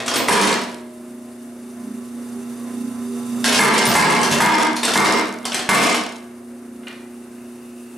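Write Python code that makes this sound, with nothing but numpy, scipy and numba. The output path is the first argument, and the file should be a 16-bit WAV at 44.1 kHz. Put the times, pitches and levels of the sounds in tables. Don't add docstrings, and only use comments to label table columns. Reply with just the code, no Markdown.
import sys
import numpy as np
from scipy import signal
from scipy.fft import rfft, irfft, next_fast_len
from scipy.io import wavfile
from scipy.ndimage import uniform_filter1d
from numba import njit

SR = 44100
rng = np.random.default_rng(int(sys.argv[2]) if len(sys.argv) > 2 else 0)


def waveform_to_disk(signal):
    frames = np.transpose(np.atleast_2d(signal))
    scaled = np.clip(frames, -1, 1) * 32767
    samples = np.round(scaled).astype(np.int16)
    wavfile.write(sys.argv[1], SR, samples)


N = 351477
TIME = np.arange(N) / SR

# t/s, level/dB, brightness/dB
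BLOWS = [(.284, -1.5, 0), (3.592, 6, 4.5), (3.952, 4, 7), (4.404, 1.5, 6.5), (4.957, -1, 3.5),
         (5.690, -2, 6)]
# t/s, level/dB, brightness/dB
CLANKS = [(.001, -27, -14.5), (0.0603, -27, 2), (0.079, -20.5, 6), (0.114, -26, -6), (.139, -21, 8),
          (.158, -16.5, 4), (.2, -24.5, -7), (.29, -4, -2), (.433, -27, 1), (.526, -20, -4),
          (0.613, -38, 17), (3.442, -14, 10), (3.477, -13.5, 3), (3.5244, -16.5, 10), (3.546, -11, 12),
          (3.7787, -8.5, 10), (3.8535, -11.5, 5), (3.9142, -14, 3), (4.104, -20, 13), (4.23, -17, 6.5),
          (4.311, -19, 6), (4.3229, -13, -1.5), (4.359, -23, -8), (4.7638, -28, 15.5), (4.8305, -20.5, 9),
          (4.848, -21.5, 12.5), (4.88, -17.5, 0), (4.9356, -21.5, 12), (5.0755, -15, 2), (5.4526, -23, 6),
          (5.5182, -30, -4), (5.5432, -21, 9), (5.5912, -24, -2), (5.745, -5.5, 3), (5.8158, -16.5, 11),
          (5.865, -24, 11), (5.9439, -23, 14)]
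# t/s, level/dB, brightness/dB
KNOCKS = [(6.832, -57, -15), (6.869, -39, 0), (6.905, -46.5, 2)]
# f/Hz, bandwidth/Hz, lift/dB
FRAME_RESONANCES = [(143.2, 15, 13.5), (201.5, 56, 17), (229.4, 55, 15.5), (312, 27, 10), (389.4, 20, 6),
                    (678, 88, 4.5), (782, 8.8, 8), (816, 25, 3), (903, 110, 6), (916, 110, 3),
                    (996, 64, 8.5), (1113, 120, 3.5), (1382, 30, 1), (1580, 55, 1.5), (1690, 59, 2),
                    (1650, 62, -4.5), (1872, 63, 0.5), (2110, 46, -11), (2232, 44, -0.5), (2290, 64, 9),
                    (3500, 63, 5.5), (5200, 560, 4), (7950, 600, 7.5), (10200, 300, 13.5), (11100, 300, 5)]
# f/Hz, side level re mid/dB
FIELD_WIDTH = [(100, -11), (300, -9), (700, -6.5), (2500, -7.5), (5500, -7), (7500, -10.5), (9500, -14.5),
               (11500, -27), (13000, -37)]


def amp(db):
    return 10 ** (np.asarray(db) / 20)


def unit(x):
    return x / np.sqrt(np.mean(x ** 2))


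def fade(t, t60):
    return np.exp(-np.log(1000) * t / t60)


def along(points, hz):
    f, value = np.transpose(points)
    return np.interp(np.log(hz + 1), np.log(f), value)


def add(track, s, sound):
    i = max(int(s * SR), 0)
    track[i:i + len(sound)] += sound[:N - i]


def walk(rate_hz):
    hold = int(SR / rate_hz)
    steps = np.repeat(rng.standard_normal(N // hold + 1), hold)
    return unit(uniform_filter1d(uniform_filter1d(steps, hold), hold)[:N])


def tint(x, points):
    size = next_fast_len(x.shape[-1])
    gain = amp(along(points, np.fft.rfftfreq(size, 1 / SR)))
    return irfft(rfft(x, size) * gain, size)[..., :x.shape[-1]]


def body(x, colour, modes=(), size=16384):
    hz = np.fft.rfftfreq(size, 1 / SR)
    lift = 1 + sum((amp(abs(db)) ** 2 - 1) / (1 + (2 * (hz - f) / width) ** 2) ** 2
                   for f, width, db in modes)
    cepstrum = irfft(np.log(amp(along(colour, hz)) * np.sqrt(lift)))
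    response = irfft(np.exp(rfft(2 * cepstrum[:size // 2], size)))
    return signal.fftconvolve(x, response / np.linalg.norm(response))[:N]


def strikes(events, crack_db, crack_t60, ring_t60, split_hz, rise_s, patchy_db=0):
    track, t = np.zeros(N), np.arange(SR // 2) / SR
    envelope = (amp(crack_db) * fade(t, crack_t60) + fade(t, ring_t60)) * (1 - np.exp(-t / rise_s))
    patch_hz = 331.5
    for s, db, bright_db in events:
        patches = [(patch_hz * (k + 2), patchy_db * z) for k, z in enumerate(rng.standard_normal(48))]
        burst = unit(tint(rng.standard_normal(len(t)), patches)) * envelope
        low = signal.lfilter(*signal.butter(1, split_hz, fs=SR), burst)
        add(track, s, amp(db) * (amp(-bright_db / 2) * low + amp(bright_db / 2) * (burst - low)))
    return track


def rings(events, hz, t60, rise_s):
    track, t = np.zeros(N), np.arange(2 * SR) / SR
    for s, db, *_ in events:
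        add(track, s, amp(db) * fade(t, t60) * (1 - np.exp(-t / rise_s)) * np.sin(2 * np.pi * hz * t))
    return track


def echo(x, wet_db, build_s):
    # f/Hz, T60/s
    decay_times = [(100, 0.26), (300, 0.75), (1000, 0.66), (3000, 0.57), (6000, 0.48), (12000, 0.28)]
    t, hz = np.arange(SR) / SR, np.fft.rfftfreq(SR, 1 / SR)
    centres, t60s = np.transpose(decay_times)
    noise, tail = rfft(rng.standard_normal((2, SR))), 0
    for t60, band in zip(t60s, np.eye(len(centres))):
        share = np.interp(np.log(hz + 1), np.log(centres), band)
        tail = tail + irfft(noise * share) * fade(t, t60)
    tail = tail * (1 - np.exp(-t / build_s))
    mid, side = amp(wet_db) * tail / np.linalg.norm(tail[0])
    return np.array([signal.fftconvolve(x, response)[:N] for response in (mid, tint(side, FIELD_WIDTH))])


def garage(x, wet_db, build_s, drift_hz=0.8):
    turn = 2 * np.pi * drift_hz * TIME
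    mid, side = np.cos(turn) * echo(x, wet_db, build_s) + np.sin(turn) * echo(x, wet_db, build_s)
    return np.array([x + mid, side])


def whirr():
    # t/s, level/dB
    swell = [(6.9, -71), (7.4, -59.5), (7.95, -56.5)]
    # f/Hz, level/dB
    colour = [(2200, -25), (2550, -2), (2720, 1), (2900, -8), (3300, -23)]
    return amp(np.interp(TIME, *np.transpose(swell))) * body(rng.standard_normal(N), colour)


def air_noise(hiss_level, nearness_db, rotation):
    # f/Hz, level/dB
    hiss_colour = [(1180, -40), (2000, -10.5), (2500, -11), (2750, -2.5), (3230, -9.5), (3640, -8),
                   (4320, -7), (6040, -6.5), (6810, -6.5), (9430, 1), (10100, -2), (12250, -5.5),
                   (12550, -12), (15500, -21)]
    # f/Hz, bandwidth/Hz, lift/dB
    cowl_modes = [(2700, 120, 9), (3610, 280, 12), (4750, 70, 12.5), (5750, 65, 14), (6180, 200, 13),
                  (7380, 300, 9.5), (7900, 130, 1), (9300, 200, 4), (9570, 170, 7), (12100, 300, 4)]
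    # f/Hz, level/dB
    rush_colour = [(25, -12), (60, -6), (130, -2.5), (300, 4.5), (620, 3), (1000, -2.5), (1270, -1.5),
                   (1500, -3.5), (2200, -7.5), (3500, -27.5), (8000, -55)]
    cowl_share = np.clip(1 + 0.031 * nearness_db, 0, 1) ** 2
    hiss_gain = amp(hiss_level + 6.5 + 0.84 * walk(rate_hz=35)) * (1 + 0.078 * rotation)
    resonant = np.sqrt(cowl_share) * body(rng.standard_normal(N), hiss_colour, cowl_modes)
    plain = np.sqrt(1 - cowl_share) * body(rng.standard_normal(N), hiss_colour)
    rush_level = -46 + 0.59 * (hiss_level + 54.5)
    rush = body(rng.standard_normal(N), rush_colour) * amp(rush_level + 1.1 * walk(rate_hz=16))
    return hiss_gain * (resonant + plain) + rush


def tone(hz, waver_db=3.5, drift_rad=1.0):
    gain = np.sqrt(2) * amp(waver_db * walk(rate_hz=12))
    return gain * np.sin(2 * np.pi * hz * TIME + drift_rad * walk(rate_hz=5.3))


def magnetic_hum(hum_level, rotation, mains_hz=60, waver_db=1.03):
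    throb = 1 + 0.2 * amp(4.9 * walk(rate_hz=7.1)) * rotation
    fourth = amp(hum_level) * throb * tone(4 * mains_hz, waver_db, drift_rad=0.08)
    sixth_level = -45.5 - 0.89 * (hum_level + 40)
    sixth = amp(sixth_level) * tone(6 * mains_hz, waver_db, drift_rad=0.08)
    second = amp(hum_level - 23.5) * tone(2 * mains_hz, waver_db, drift_rad=0.11)
    return second + fourth + sixth


def motor(rotor_hz=28.87, tonal_gain_db=2):
    # t/s, hum/dB, hiss/dB, left minus right/dB
    course = [(.9, -39, -59.5, 0.5), (1.4, -38, -58.5, 1), (2.35, -32.5, -53.5, -1),
              (3.1, -29.5, -51, -1.3), (3.42, -26.5, -46, -2), (4.35, -26.5, -45, -4),
              (4.6, -34, -57.5, -2), (6.35, -40, -61, 1), (7.95, -39.5, -58.5, 0.7)]
    # f/Hz, relative level/dB
    rotor_tones = [(88, -47), (144, -29), (234, -15), (246, -41), (269, -13), (333, -23.5), (383, -19),
                   (388, -14.5), (479, -22.5), (538, -39.5), (630, -33), (694, -36), (721, -37), (840, -29),
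                   (1023, -24), (1141, -29), (1222, -33), (1319, -28.5)]
    # f/Hz, level/dB
    idle_tones = [(86, -68.5), (328, -58.5), (441, -62), (544, -63.5), (694, -63)]
    times, *columns = np.transpose(course)
    hum_level, hiss_level, pan_db = (np.interp(TIME, times, column) for column in columns)
    nearness_db = hum_level + 24
    rotation = np.sin(2 * np.pi * rotor_hz * TIME)
    hum = magnetic_hum(hum_level, rotation)
    rotor_level = hum_level + 0.34 * nearness_db
    rotor = amp(rotor_level) * sum(amp(db) * tone(hz) for hz, db in rotor_tones)
    idle = sum(amp(db) * tone(hz) for hz, db in idle_tones)
    air_mid, air_side = (air_noise(hiss_level, nearness_db, rotation) for _ in range(2))
    mid = amp(tonal_gain_db) * (hum + rotor) + idle + air_mid
    side = tint(air_side, FIELD_WIDTH) + mid * (1 - amp(pan_db)) / (1 + amp(pan_db))
    return np.array([mid, side])


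def idle_knocks():
    # f/Hz, level/dB
    colour = [(100, -25), (600, -4), (1300, -2), (2100, -2), (3000, -5), (4200, -9), (7000, -27),
              (14000, -34)]
    # f/Hz, bandwidth/Hz, lift/dB
    modes = [(2050, 150, 8), (2400, 40, 9), (2880, 140, 0)]
    contacts = strikes(KNOCKS, crack_db=9, crack_t60=0.042, ring_t60=0.15, split_hz=2400, rise_s=0.0019)
    return body(contacts, colour, modes)


def knock_ping():
    # f/Hz, level re knock/dB
    modes = [(2837, 8), (2950, -7.5), (3090, 1)]
    return sum(amp(db) * rings(KNOCKS, hz, t60=0.095, rise_s=0.001) for hz, db in modes)


def bolt_chatter(shake, ticks_per_s=40, scatter_db=3.5, t60=0.016, gain_db=-6):
    # f/Hz, level/dB
    colour = [(1000, -33), (3000, -2), (5200, 1.5), (8300, 0), (11000, -4.5), (13000, -20), (15500, -50)]
    power = signal.lfilter(*signal.butter(1, 22, fs=SR), shake ** 2)
    ticks = (rng.random(N) < ticks_per_s / SR) * amp(scatter_db * rng.standard_normal(N))
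    envelope = signal.lfilter([1], [1, -fade(1 / SR, t60)], ticks)
    return amp(gain_db) * body(np.sqrt(np.abs(power)) * envelope * rng.standard_normal(N), colour)


def clinks(spread=0.17, t60=0.03, rise_s=0.00059, count=9):
    # t/s, level/dB, centre f/Hz
    contacts = [(.0338, -35.5, 7200), (.062, -22, 7800), (.079, -24, 8100), (.1116, -18, 5000),
                (0.137, -20, 5230), (0.1568, -17, 8600), (.293, 7, 9100), (.4319, -10.5, 5220),
                (0.451, -12.5, 9660), (0.526, -14.5, 4130), (.527, -19, 7950), (.613, -30, 9150),
                (3.732, -9, 9300), (3.8535, -4.5, 9800), (3.9137, -10, 5440), (3.964, 7, 8500),
                (4.1037, -7.5, 9440), (4.2144, -14, 8500), (4.4859, -9, 3440), (4.5412, -4, 5220),
                (4.6131, -16, 3480), (4.614, -23, 9300), (4.761, -29, 8450), (4.852, -9, 8280),
                (4.8993, -21, 3140), (4.936, -14, 3660), (5.1084, -15, 5170), (5.1274, -15, 5260),
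                (5.182, -29, 8400), (5.445, -25, 3350), (5.4527, -18, 8270), (5.519, -15, 3050),
                (5.52, -21, 5600), (5.526, -23, 3900), (5.533, -19, 2460), (5.5437, -15, 8500),
                (5.5914, -28, 3100), (5.594, -22, 8570), (5.742, -6, 8840), (5.9254, -16, 7800)]
    track, t = np.zeros(N), np.arange(SR // 4) / SR
    for s, db, centre_hz in contacts:
        offsets = np.linspace(-1, 1, count) + rng.uniform(-0.6, 1, count) / count
        hz = centre_hz * (1 + spread * offsets)
        weights = rng.uniform(0.12, 1, count) * np.hanning(count + 2)[1:-1]
        modes = np.sin(2 * np.pi * (hz[:, None] * t + rng.random((count, 1))))
        ring = weights @ modes / np.linalg.norm(weights)
        add(track, s, amp(db) * ring * fade(t, t60) * (1 - np.exp(-t / rise_s)))
    return track


def pivot_pin():
    # t/s, level/dB
    pings = [(.167, -26), (.53, -42), (3.868, -18), (4.33, -38), (4.875, -41), (5.16, -39), (5.72, -21),
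             (5.81, -36)]
    # f/Hz, relative level/dB
    modes = [(13540, -6), (13660, -11), (13800, -6), (14150, -19)]
    return sum(amp(db) * rings(pings, hz, t60=0.21, rise_s=0.003) * walk(rate_hz=140) for hz, db in modes)


def connecting_rod(gain_db=-14.5):
    # f/Hz, relative level/dB, T60/s
    rod_modes = [(2680, -19.5, 0.15), (2870, -6, 0.2), (3450, -27, 0.14), (4920, -25.5, 0.34),
                 (5460, -16, 0.4), (6240, -29, 0.23), (8050, -17, 0.15), (8600, -30, 0.12),
                 (9500, -60, 0.16), (9900, -33, 0.24), (10500, -41, 0.28)]
    track, t = np.zeros(N), np.arange(SR // 2) / SR
    modes = np.array([amp(db) * fade(t, t60) * np.exp(2j * np.pi * hz * t) for hz, db, t60 in rod_modes])
    for s, db, bright_db in CLANKS:
        phasors = np.exp(2j * np.pi * rng.random(len(modes)))
        add(track, s, amp(gain_db + db + bright_db / 2) * (phasors @ modes).imag)
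    return track


def rebounds(gap_s=0.045, drop_db=11.5, fall_db_per_s=82.5, bright_db=10.5):
    events = []
    for s, blow_db, _ in BLOWS:
        for k in range(1, 5):
            jitter_s, scatter_db = rng.normal(0, [0.007, 5])
            delay = k * gap_s + jitter_s
            events.append((s + delay, blow_db - drop_db - fall_db_per_s * delay + scatter_db, bright_db))
    return events


def linkage_clanks():
    # f/Hz, level/dB
    colour = [(30, -34), (100, -0.5), (200, 8), (500, 10), (1500, 6), (3000, 4), (5500, 0), (8500, -4.5),
              (11000, -6.5), (12500, -14.5), (15500, -48)]
    # f/Hz, bandwidth/Hz, lift/dB
    modes = [(239.4, 33, 8.5), (415, 96, 2), (674, 75, 5), (990, 88, 2), (1059, 46, 4.5), (3090, 120, -1.5),
             (3550, 140, 0), (5360, 770, 2), (7700, 230, 3), (8370, 240, 6), (10900, 440, 3.5)]
    contacts = strikes(CLANKS + rebounds(), crack_db=5.5, crack_t60=0.019, ring_t60=0.12,
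                       split_hz=2430, rise_s=0.0017, patchy_db=2)
    return body(contacts, colour, modes)


def guide_squeal(fundamental_hz=2010, waver=0.0054):
    # t/s, duration/s, level/dB
    squeals = [(3.6, 0.027, -1), (3.634, .03, -8), (3.668, .025, -16)]
    # harmonic number, relative level/dB
    harmonics = [(4, 1), (5, 0), (6, -9)]
    swell = np.zeros(N)
    for s, length, db in squeals:
        add(swell, s, amp(db) * np.hanning(int(length * SR)))
    phase = 2 * np.pi * np.cumsum(fundamental_hz * (1 + waver * walk(rate_hz=270))) / SR
    return swell * sum(amp(db) * np.sin(k * phase) for k, db in harmonics)


def base_thumps():
    # t/s, level/dB, brightness/dB
    thumps = [(3.55, -25, -6), (3.87, -16, -9), (3.96, -2, -12), (4.31, -17, -1), (4.41, -13, -6)]
    # f/Hz, level/dB
    colour = [(25, -25), (50, -17), (75, -2), (105, -10), (150, 4), (220, 5), (400, -36), (1000, -77)]
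    contacts = strikes(thumps, crack_db=0, crack_t60=0.022, ring_t60=0.11, split_hz=560, rise_s=0.0054)
    return body(contacts, colour)


def frame_ring(scatter_db=4.5, side_db=-12):
    # f/Hz, level re blow/dB, T60/s
    long_modes = [(618.6, -40, 5.3), (683, -26, 0.82), (883, -22, 0.85), (1020, -21, 0.52),
                  (1105, -24, 0.59), (1336, -26, .85), (1515, -27, 0.89), (1643, -29.5, 1.12),
                  (1820, -40, .6), (1878, -31, 0.65), (2196, -31, 0.89), (2230, -31, 0.92)]
    mid, side, t = np.zeros(N), np.zeros(N), np.arange(2 * SR) / SR
    modes = np.array([amp(db) * fade(t, t60) * np.exp(2j * np.pi * hz * t) for hz, db, t60 in long_modes])
    for s, db, _ in BLOWS:
        weights = amp(db + scatter_db * rng.standard_normal(len(modes)))
        phasors = np.exp(2j * np.pi * rng.random(len(modes)))
        add(mid, s, (weights @ modes).imag)
        add(side, s, amp(side_db) * (weights * phasors @ modes).imag)
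    return np.array([mid, side])


def die_crack(gain_db=4):
    # f/Hz, relative level/dB, T60/s
    modes = [(942, 3.5, 0.028), (1260, -20, 0.026), (1520, -12.5, 0.041), (1687, 7, 0.032),
             (2040, 6.5, 0.022)]
    return amp(gain_db) * sum(amp(db) * rings(BLOWS, hz, t60, rise_s=0.0023) for hz, db, t60 in modes)


def die_slam(smack_db=3, thud_db=-21):
    # f/Hz, level/dB
    colour = [(40, -32), (110, -9.5), (200, 5), (500, -10.5), (850, 5.5), (1250, -5.5), (1750, -5),
              (2600, -17), (6000, -13), (11000, -17), (15500, -74)]
    contacts = strikes(BLOWS, crack_db=-15, crack_t60=0.017, ring_t60=0.23, split_hz=2200, rise_s=0.0021)
    thud = sum(amp(db) * rings(BLOWS, hz, t60=0.4, rise_s=0.023) for hz, _, db in FRAME_RESONANCES[:4])
    return amp(smack_db) * body(contacts, colour) + amp(thud_db) * thud


def ram_blows():
    # f/Hz, level/dB
    colour = [(30, -43), (100, -23), (150, -10.5), (450, 4), (570, -5), (1000, 1.5), (1600, 1), (3000, -9),
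              (5500, -15), (7000, -18.5), (11000, -20.5), (13000, -19.5), (15500, -52)]
    contacts = strikes(BLOWS, crack_db=7.5, crack_t60=0.06, ring_t60=0.2, split_hz=720, rise_s=0.0021)
    return body(contacts, colour, FRAME_RESONANCES)


def scene():
    # f/Hz, share of mid added to side/dB
    bass_lean = [(80, -14.5), (300, -21.5), (700, -18), (2000, -37), (8000, -50)]
    hammer = ram_blows() + linkage_clanks() + idle_knocks() + base_thumps()
    hammer += pivot_pin() + connecting_rod()
    mid, side = garage(hammer, wet_db=0, build_s=0.0024) + garage(clinks(), wet_db=-4, build_s=0.0037)
    mid = mid + bolt_chatter(shake=mid)
    mid = mid + die_crack() + die_slam() + knock_ping() + guide_squeal() + whirr()
    mid, side = np.array([mid, side]) + frame_ring() + motor()
    side = side + tint(mid, bass_lean)
    return np.array([mid - side, mid + side])


@njit
def follow(level, release):
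    out, held = np.empty(len(level)), 0.
    for i in range(len(level)):
        held = max(level[i], held * release)
        out[i] = held
    return out


def limiter(x, threshold_db, ratio, release_s, attack_s):
    keep = np.exp(-1 / (attack_s * SR))
    power = signal.lfilter([1 - keep], [1, -keep], np.mean(x ** 2, axis=0))
    held = follow(np.sqrt(power), np.exp(-1 / (release_s * SR)))
    return x / np.maximum(held / amp(threshold_db), 1) ** (1 - 1 / ratio)


def record(dry):
    full_scale, low_cut_hz, top_hz = amp(0.5), 39, 15700
    limited = limiter(dry, threshold_db=-13.5, ratio=14, release_s=0.014, attack_s=0.00044)
    rounded = full_scale * np.tanh(limited / full_scale)
    thinned = signal.sosfilt(signal.butter(2, low_cut_hz, "high", fs=SR, output="sos"), rounded)
    return signal.sosfilt(signal.ellip(8, .2, 70, top_hz, fs=SR, output="sos"), thinned)


dry = scene()
out = record(dry)
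waveform_to_disk(out)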